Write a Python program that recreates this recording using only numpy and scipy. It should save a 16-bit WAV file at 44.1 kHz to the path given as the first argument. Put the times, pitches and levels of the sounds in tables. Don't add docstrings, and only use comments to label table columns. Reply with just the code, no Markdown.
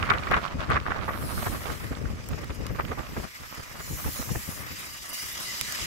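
import sys
import numpy as np
from scipy import signal
from scipy.fft import rfft, irfft, next_fast_len
from scipy.io import wavfile
from scipy.ndimage import uniform_filter1d, map_coordinates

SR = 44100
rng = np.random.default_rng(int(sys.argv[2]) if len(sys.argv) > 2 else 0)


def generate_wav(sig):
    pcm = np.round(np.clip(np.atleast_2d(sig).T, -1, 1) * 32767).astype(np.int16)
    wavfile.write(sys.argv[1], SR, pcm)


N = 258426

# time in seconds, slow pressure in dB, edge turbulence in dB.
WIND = [(0.0, -33, -34), (0.3, -41.5, -41), (0.85, -40, -39), (1.1, -38, -42), (1.45, -32.5, -40.5),
        (1.75, -37, -47), (1.95, -35.5, -49), (2.3, -40, -49), (2.7, -36.5, -49.5), (3.0, -45, -46.5),
        (3.2, -36.5, -50), (3.32, -55.5, -58.5), (3.55, -58, -46.5), (3.8, -44.5, -49.5), (4.3, -44.5, -51),
        (4.75, -52, -50), (5.15, -61.5, -54), (5.5, -56, -48.5), (5.86, -49.5, -49.5)]
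# time in seconds, left minus right in dB.
WIND_SIDE = [(0, 0.5), (0.8, 2.5), (1.5, 5.5), (2.2, 3.5), (3.0, -4), (4.0, 2.5), (5.86, 6)]
# start in seconds, level in dB, left minus right in dB, length in seconds.
THUMPS = [(0.284, -25, -11, 0.083), (0.43, -46, 3, 0.019), (0.539, -22.5, -4, 0.043),
          (0.678, -20.5, -4, 0.08), (0.884, -22.5, 7, 0.025), (0.99, -30.5, 4, 0.11),
          (1.147, -34, -2, 0.017), (1.22, -31, 0, 0.031), (1.37, -29, -1, 0.048), (1.542, -46, 3, 0.016),
          (1.686, -32, 3, 0.067), (1.82, -35, 1, 0.058), (1.907, -18.5, 3, 0.019), (2.1, -34, -5, 0.026),
          (2.387, -32.5, -6, 0.09), (2.499, -24, 4, 0.021), (2.595, -23, -5.5, .016),
          (2.696, -23.5, 11.5, .03), (2.833, -31, -3, 0.028), (2.89, -27, -1.5, 0.042),
          (2.992, -34.5, -21, .025), (3.075, -38, 11, 0.055), (3.17, -24, -3, 0.03), (3.4, -39, 5, 0.031),
          (3.573, -30.5, -3, 0.038), (3.787, -38, 15, 0.026), (3.895, -26, 0.5, 0.056),
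          (4.045, -20.5, 2, 0.049), (4.189, -23, -1, 0.024), (4.304, -21, 8, 0.027),
          (4.345, -28.5, 10, 0.048), (4.476, -28.5, 10, 0.024), (4.616, -40, 5, .022), (4.7, -36, 5, 0.042),
          (4.85, -46, 11, 0.059), (5.0, -46, 4, 0.035), (5.224, -42, 6, .04), (5.36, -56, 3, .03),
          (5.47, -48, -15, 0.05), (5.6, -41, 15, 0.056), (5.675, -36, 5, .02), (5.8, -42, 10, 0.067)]
# frequency in Hz, density in dB per Hz.
LOW_AIR = [(12, -42), (20, -17.5), (54, -0.5), (76, 0.5), (201, -9), (330, -14), (369, -16.5), (549, -18.5),
           (687, -27), (900, -29), (1170, -53), (1980, -120)]
# frequency in Hz, density in dB per Hz.
EDGE_AIR = [(120, -7), (200, -4), (266, -5), (443, -12.5), (600, -4), (825, -8.5), (1170, -1), (1690, -9),
            (4610, -22.5), (9000, -40.5), (11700, -73), (19800, -120)]
# start in seconds, level in dB, left minus right in dB, length in seconds,
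# dull part in dB relative to the front.
GUSTS = [(0.023, -12.5, -8.5, 0.019, -6), (0.054, -23, -10, 0.041, -14), (0.087, -10.5, -4, 0.026, -12),
         (0.096, -12, 8, 0.028, -6), (0.126, -14, -1, 0.038, 0.5), (0.17, -28, -8, 0.015, 8),
         (0.218, -27.5, -18, 0.024, -3), (0.268, -12.5, 0.5, .015, -9), (0.306, -9.5, 2, 0.037, -2.5),
         (0.331, -6, -1, .026, -21), (0.362, -15, -1.5, 0.032, 1.5), (0.46, -33, -17, .021, -12),
         (0.587, -30, -15, 0.047, -2), (0.687, -11, 1, 0.071, -7), (0.751, -11.5, -7.5, 0.028, -11),
         (0.872, -34, -8, 0.017, 6), (0.888, -19.5, -3.5, 0.047, 0), (0.945, -27.5, 0, 0.056, 8),
         (0.997, -34, -8, .03, 5), (1.02, -28, 1, .015, 6), (1.076, -20, 0.5, 0.037, 5.5),
         (1.129, -26.5, -14.5, 0.024, -1), (1.365, -29, -11, 0.031, 4), (1.456, -16, -.5, 0.027, 3),
         (1.547, -39, -6, 0.012, -8), (1.645, -27.5, -17.5, 0.062, 0.5), (1.801, -33.5, -12, 0.015, 4),
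         (1.915, -37, -12, 0.045, 3), (2.052, -24, -10, 0.0082, -9), (2.325, -34.5, -4, .018, 12.5),
         (2.375, -36.5, 7, 0.013, 14), (2.495, -27.5, 0, .02, 5), (2.688, -31.5, 7, .029, -3),
         (2.744, -32.5, -7, 0.027, 2), (2.785, -16, -1, 0.025, 5), (2.845, -34, -13, .017, -21),
         (2.876, -31, -13, .013, -2), (2.91, -33.5, -1, 0.023, 20), (2.967, -32.5, -3, 0.053, 13),
         (3.059, -38, -8, .014, -12), (3.163, -28.5, 2, 0.015, 11.5), (3.195, -38, -1, 0.015, 12),
         (3.222, -32.5, 3.5, 0.038, 12), (3.424, -29.5, -4, 0.03, 0.5), (3.595, -33, -9, 0.0099, 5),
         (3.783, -28.5, -5, 0.046, -4), (4.039, -32, -8, 0.027, 3), (4.058, -36.5, 4, 0.033, 15.5),
         (4.191, -32.5, -4, .015, -2), (4.287, -32, -7, 0.018, 4), (4.349, -28, 0.5, 0.012, 14.5)]
# frequency in Hz, density in dB per Hz.
CAVITY = [(240, -26), (400, -12.5), (494, -26), (797, -16.5), (977, -15), (1110, -2.5), (1250, -3.5),
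          (2010, -10), (2600, -20.5), (3380, -38), (5720, -120)]
# frequency in Hz, density in dB per Hz.
SHARP = [(1200, -85), (2200, 7.5), (3500, 2.5), (5500, -12.5), (9000, -27), (16000, -34)]
# frequency in Hz, density in dB per Hz.
DULL = [(120, -15.5), (250, -22.5), (500, -18), (900, -17.5), (1800, -25), (4000, -60)]
# time in seconds, drone in dB, rasp in dB, fizz in dB.
ROLL = [(0.0, -45.5, -54, -56.5), (0.5, -48.5, -55, -61), (1.0, -52.5, -58, -62), (1.45, -50, -48.5, -49.5),
        (1.75, -47, -48.5, -51.5), (2.0, -50.5, -53.5, -57.5), (2.3, -51, -52.5, -60.5),
        (2.9, -51, -54.5, -59), (3.15, -49, -50, -54), (3.4, -48.5, -49.5, -54.5), (3.75, -48, -49, -53),
        (4.2, -47, -45.5, -47), (4.55, -45.5, -46.5, -42), (4.7, -42.5, -46.5, -51),
        (4.82, -44.5, -43, -46), (4.95, -46.5, -46, -46.5), (5.11, -43.5, -42.5, -43.5),
        (5.15, -43.5, -37.5, -38), (5.3, -43.5, -41, -42), (5.45, -42.5, -37.5, -42),
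        (5.86, -40.5, -40, -43.5)]
# frequency in Hz, density in dB per Hz.
DRONE = [(210, -56), (350, -27), (383, -15), (499, -37), (916, -17.5), (1250, -8), (1360, -13), (1940, -5),
         (2500, -9), (3250, -19.5), (5500, -120)]
RASP = [(1470, -8), (2500, -21), (2880, 6.5), (3580, 6), (3910, 5.5), (4330, 5.5), (5160, 10.5), (6460, 5),
        (8000, 5), (10400, -26), (17600, -120)]
FIZZ = [(4410, -44), (7500, -7), (7900, -9), (9320, -9.5), (12200, -4), (12700, -11), (15600, -13)]
# start in seconds, level in dB, left minus right in dB.
POPS = [(0.027, -26, -13), (0.1, -16, 5), (0.104, -19, -9), (0.136, -26.5, 7), (0.183, -30, -11),
        (0.236, -31, -10), (0.27, -34, -5), (0.312, -26, 4), (0.3217, -26, -1), (0.341, -22, 3),
        (0.434, -35, -8), (0.4793, -31, -7), (0.605, -31, -8.5), (0.715, -26, 5), (0.733, -26, 3),
        (0.765, -32, -8), (0.8, -33, -12), (1.657, -30, -11), (1.951, -35, -8), (2.333, -39, -6),
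        (2.506, -37, -3), (2.76, -37, -8), (2.849, -39, -8), (2.883, -41, -8), (3.068, -40, -8),
        (3.122, -43, -8)]
# start in seconds, level in dB, low part in dB relative to the crack,
# left minus right in dB, time to fall by 60 dB in seconds.
TICKS = [(0.3133, -40, 6, 4, 0.0073), (0.702, -37, -14, -4, 0.0089), (2.241, -50, 11.5, -2, 0.008),
         (2.2618, -40, -10, 0.0, 0.0087), (2.288, -27.5, -27, 1, 0.0084), (2.4435, -41, 3, -0.5, 0.008),
         (2.666, -34, 2, 2, 0.012), (2.9894, -45, -4, 0.0, 0.008), (3.3844, -49, -5, 0.0, 0.008),
         (3.5494, -38, -6, 0.5, 0.0094), (5.6119, -18.5, 0, -12.5, 0.0054), (5.724, -25, -5, -1, 0.008)]
# time in seconds, level in dB.
SLIDES = [
    [(1.0, -58), (1.108, -63), (1.174, -54.5), (1.348, -49), (1.456, -45.5), (1.604, -56), (1.714, -59.5),
     (1.884, -61), (2.0, -75)],
    [(3.7, -71), (3.844, -47), (4.022, -44), (4.084, -42), (4.434, -51), (4.556, -49), (4.7, -86)],
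]
# frequency in Hz, density in dB per Hz.
SLIDE_COLOURS = [
    [(2350, -33), (4000, -7), (5260, -11), (5530, -10), (5990, -11), (6490, -13), (7660, -7), (10200, -4),
     (10900, -4.5), (12100, 0), (14300, -11), (14700, -7), (15600, -13)],
    [(1760, -39), (3000, -10), (3560, -8), (4240, -3), (4600, -14), (5740, -1), (6450, -2.5), (6960, 1.5),
     (8160, -3), (9050, -9), (10100, 0), (13000, -4), (15600, -1)],
]
# time in seconds, low modes in dB, high modes in dB.
RINGING = [(2.0, -68, -81), (2.41, -65, -66), (3.14, -67, -61), (3.5, -66, -57.5), (3.85, -59, -65),
           (4.35, -63, -52), (4.6, -58.5, -54), (5.07, -51, -60), (5.25, -48, -58), (5.86, -47, -57)]
# frequency in Hz, width in Hz, level in dB.
LOW_MODES = [(2030, 140, -3), (2870, 110, -1), (3870, 70, -3), (4640, 80, -1), (5120, 160, -4),
             (5950, 90, -5), (6630, 50, 0), (9050, 45, -4)]
HIGH_MODES = [(12000, 230, 0), (12600, 120, -8), (14400, 260, -3)]
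# start in seconds, level in dB.
CHAFES = [(2.407, -40), (2.54, -34), (3.214, -34), (4.716, -33), (4.783, -26), (4.846, -36), (5.087, -23),
          (5.128, -22.5), (5.141, -27), (5.203, -25), (5.32, -26), (5.396, -25), (5.573, -29)]

VEER_DB, EDGE_PAN_DB = 4.5, -4
EDGE_KNEE_DB, EDGE_LAG = -26.5, 0.58
SHRED_OVER_DB, SHRED_S, SHRED_PAN_DB = 6.5, 0.02, -6
POP_S = 0.0034
CHAFE_S, CHAFE_PAN_DB = 0.022, -1.2
TOP_HZ = 15760


def amp(db):
    return 10 ** (np.asarray(db) / 20)


def unit(x):
    return x / np.sqrt(np.mean(x ** 2) + 1e-20)


def curves(rows):
    s, *cols = np.transpose(rows)
    return [np.interp(np.arange(N) / SR, s, c) for c in cols]


def wobble(rate, channels=1):
    knots = rng.standard_normal((channels, int(N * 200 / SR) + 4))
    coarse = np.arange(0, N + 32, 32)
    return np.array([np.interp(np.arange(N), coarse, map_coordinates(k, [coarse * rate / SR]))
                     for k in knots])


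def filtered(x, response):
    m = next_fast_len(N + 8192)
    return irfft(rfft(x, m) * response(np.fft.rfftfreq(m, 1 / SR)), m)[..., :N]


def colour(points):
    f, v = np.transpose(points)
    return lambda hz: unit(amp(np.interp(np.log(hz + 1), np.log(f + 1), v)))


def resonant(modes):
    return lambda hz: unit(sum(amp(db) / (1 + (2 * (hz - c) / w) ** 2) for c, w, db in modes))


def panned(pan_db):
    return amp(np.array([pan_db / 2, -pan_db / 2]))


def spiky(spread_db, rate):
    step = max(int(SR / rate), 16)
    sizes = amp(spread_db * rng.standard_normal((2, N // 16 + 1)))
    return unit(rng.standard_normal((2, N)) * sizes[:, np.arange(N) // step])


def swells(rows, rise):
    out = np.zeros((2, N + SR))
    for s, db, pan_db, length in rows:
        u = np.arange(int(abs(length) * 3 * SR) + 2) / (abs(length) * SR + 1)
        shape = (1 - np.exp(-u / rise)) * np.exp(-(u * 1.278) ** 2)
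        out[:, round(s * SR):][:, :len(u)] += amp(db) * panned(pan_db)[:, None] * shape
    return out[:, :N]


def airborne(alike, lag, patchy_db):
    common, left, right = rng.standard_normal((3, N)).astype(np.float32)
    alike = np.float32(np.clip(alike, 0, 1))
    shared = np.array([np.roll(common, lag), common])
    pair = np.sqrt(alike) * shared + np.sqrt(1 - alike) * np.array([left, right])
    z = signal.stft(pair, nperseg=512)[2]
    field = uniform_filter1d(uniform_filter1d(rng.standard_normal(z.shape[1:]), 6, 0), 10, 1)
    patches = amp(patchy_db * unit(field)).astype(np.float32)
    return unit(signal.istft(z * patches, nperseg=512)[1][:, :N])


def buffet():
    db = curves(WIND)[0]
    veer = VEER_DB * wobble(9, channels=2)
    unrest = 1.64 * wobble(14, channels=2) + 2.16 * wobble(35, channels=2)
    steady = amp(db + veer + unrest) * panned(curves(WIND_SIDE)[0])
    strength = steady + amp(-3.0) * swells(THUMPS, rise=0.24)
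    return filtered(strength * spiky(spread_db=2.5, rate=240), colour(LOW_AIR))


def eddies():
    db = curves(WIND)[1]
    unrest = 1.6 * wobble(8) + 4.0 * wobble(25) + 1.56 * wobble(40, channels=2)
    flutter = amp(db + unrest) * panned(EDGE_PAN_DB + 3 * wobble(6.7)[0])
    return filtered(flutter * spiky(spread_db=5, rate=900), colour(EDGE_AIR))


def scattered(count, end_s, over_db, pan_db, length):
    when, size, side = rng.random((count, 3)).T
    start_s = when * end_s
    s, _, edge_db = np.transpose(WIND)
    db = np.interp(start_s, s, edge_db) + over_db - 4 * np.log(size + 0.058)
    return np.transpose([start_s, db, pan_db + 12 * (side - .5), np.full(count, length)])


def gusts():
    rows = np.array(GUSTS)
    small = scattered(count=36, end_s=4.5, over_db=SHRED_OVER_DB, pan_db=SHRED_PAN_DB, length=SHRED_S)
    front = np.vstack([rows[:, :4], small])
    level_column = [0, 1, 0, 0]
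    dull_db = np.append(rows[:, 4], np.full(len(small), 4.0))
    bright_db = EDGE_LAG * (EDGE_KNEE_DB - front[:, 1])
    ragged = amp(2.5 * wobble(110, channels=2))

    ringing = swells(front, rise=0.73) * ragged * spiky(spread_db=6.0, rate=1300)
    edges = swells(front + np.outer(bright_db, level_column), rise=0.67) * spiky(spread_db=7.0, rate=700)
    thuds = swells(front + np.outer(dull_db, level_column), rise=0.55) * spiky(spread_db=5, rate=500)
    return (amp(-4.0) * filtered(ringing, colour(CAVITY))
            + amp(-17.5) * filtered(edges, colour(SHARP))
            + amp(-7.5) * filtered(thuds, colour(DULL)))


def trolley():
    strands = 1.32 * wobble(90) + 0.37 * wobble(22.21) + 0.98 * wobble(8)
    out = 0
    for db, points in zip(curves(ROLL), (DRONE, RASP, FIZZ)):
        strength = amp(db + strands + 0.68 * wobble(10))
        out = out + filtered(strength * airborne(alike=0.3, lag=-14, patchy_db=2.0), colour(points))
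    return out


def pops():
    rows = [(s, db, pan_db, POP_S) for s, db, pan_db in POPS]
    return amp(-0.5) * filtered(swells(rows, rise=0.22) * rng.standard_normal((2, N)), colour(SHARP))


def ticks():
    bright, low = np.zeros((2, N + SR)), np.zeros((2, N + SR))
    t = np.arange(SR // 20) / SR
    for s, db, low_db, pan_db, t60 in TICKS:
        fall = amp(db - 60 * t / max(t60, 1e-3))
        crack = rng.standard_normal((2, len(t))) * fall * panned(pan_db)[:, None]
        bright[:, round(s * SR):][:, :len(t)] += crack
        low[:, round(s * SR):][:, :len(t)] += crack * amp(low_db)
    high_part = colour([(4500, -24), (6500, -4), (16000, -3), (17000, -40)])
    low_part = colour([(600, -40), (1300, -2), (5000, -5), (7000, -35)])

    def ping(hz):
        return sum(amp(db) * 1j * hz * w / (c * c - hz * hz + 1j * hz * w) for c, w, db in LOW_MODES)

    high_sound = filtered(bright[:, :N], high_part)
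    low_sound = filtered(low[:, :N], lambda hz: low_part(hz) + amp(7.5) * ping(hz))
    return amp(-0.5) * (high_sound + low_sound)


def slides():
    out, t = 0, np.arange(N) / SR
    for rows, points, lag in zip(SLIDES, SLIDE_COLOURS, (14, -7)):
        s, db = np.transpose(rows)
        fade = np.clip(np.minimum(t - s[0], s[-1] - t) / 0.093, 0, 1)
        strength = fade * amp(np.interp(t, s, db) + 7.5)
        out = out + filtered(strength * airborne(alike=0.22, lag=lag, patchy_db=4.0), colour(points))
    return out


def cable():
    near = np.clip(np.arange(N) / SR - RINGING[0][0], 0, .3) / .3
    low_db, high_db = curves(RINGING)
    low = amp(low_db + 5 + 2 * wobble(14)) * airborne(alike=.4, lag=-15, patchy_db=3.5)
    high = amp(high_db + 2 + 4.5 * wobble(18)) * airborne(alike=.4, lag=-10, patchy_db=3)
    return filtered(near * low, resonant(LOW_MODES)) + filtered(near * high, resonant(HIGH_MODES))


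def chafes():
    rows = [(s, db, CHAFE_PAN_DB, CHAFE_S) for s, db in CHAFES]
    brush = swells(rows, rise=.4) * airborne(alike=0.46, lag=-10, patchy_db=4.0)
    steel = colour([(5000, -30), (7000, 2), (9000, 4), (12000, 11), (15500, -1)])
    return amp(-8.0) * filtered(brush, steel)


def scene():
    wind = buffet() + eddies() + gusts() + pops()
    return wind + trolley() + cable() + chafes() + slides() + ticks()


def record(dry):
    return filtered(dry, lambda hz: hz < TOP_HZ)


dry = scene()
out = record(dry)
generate_wav(out)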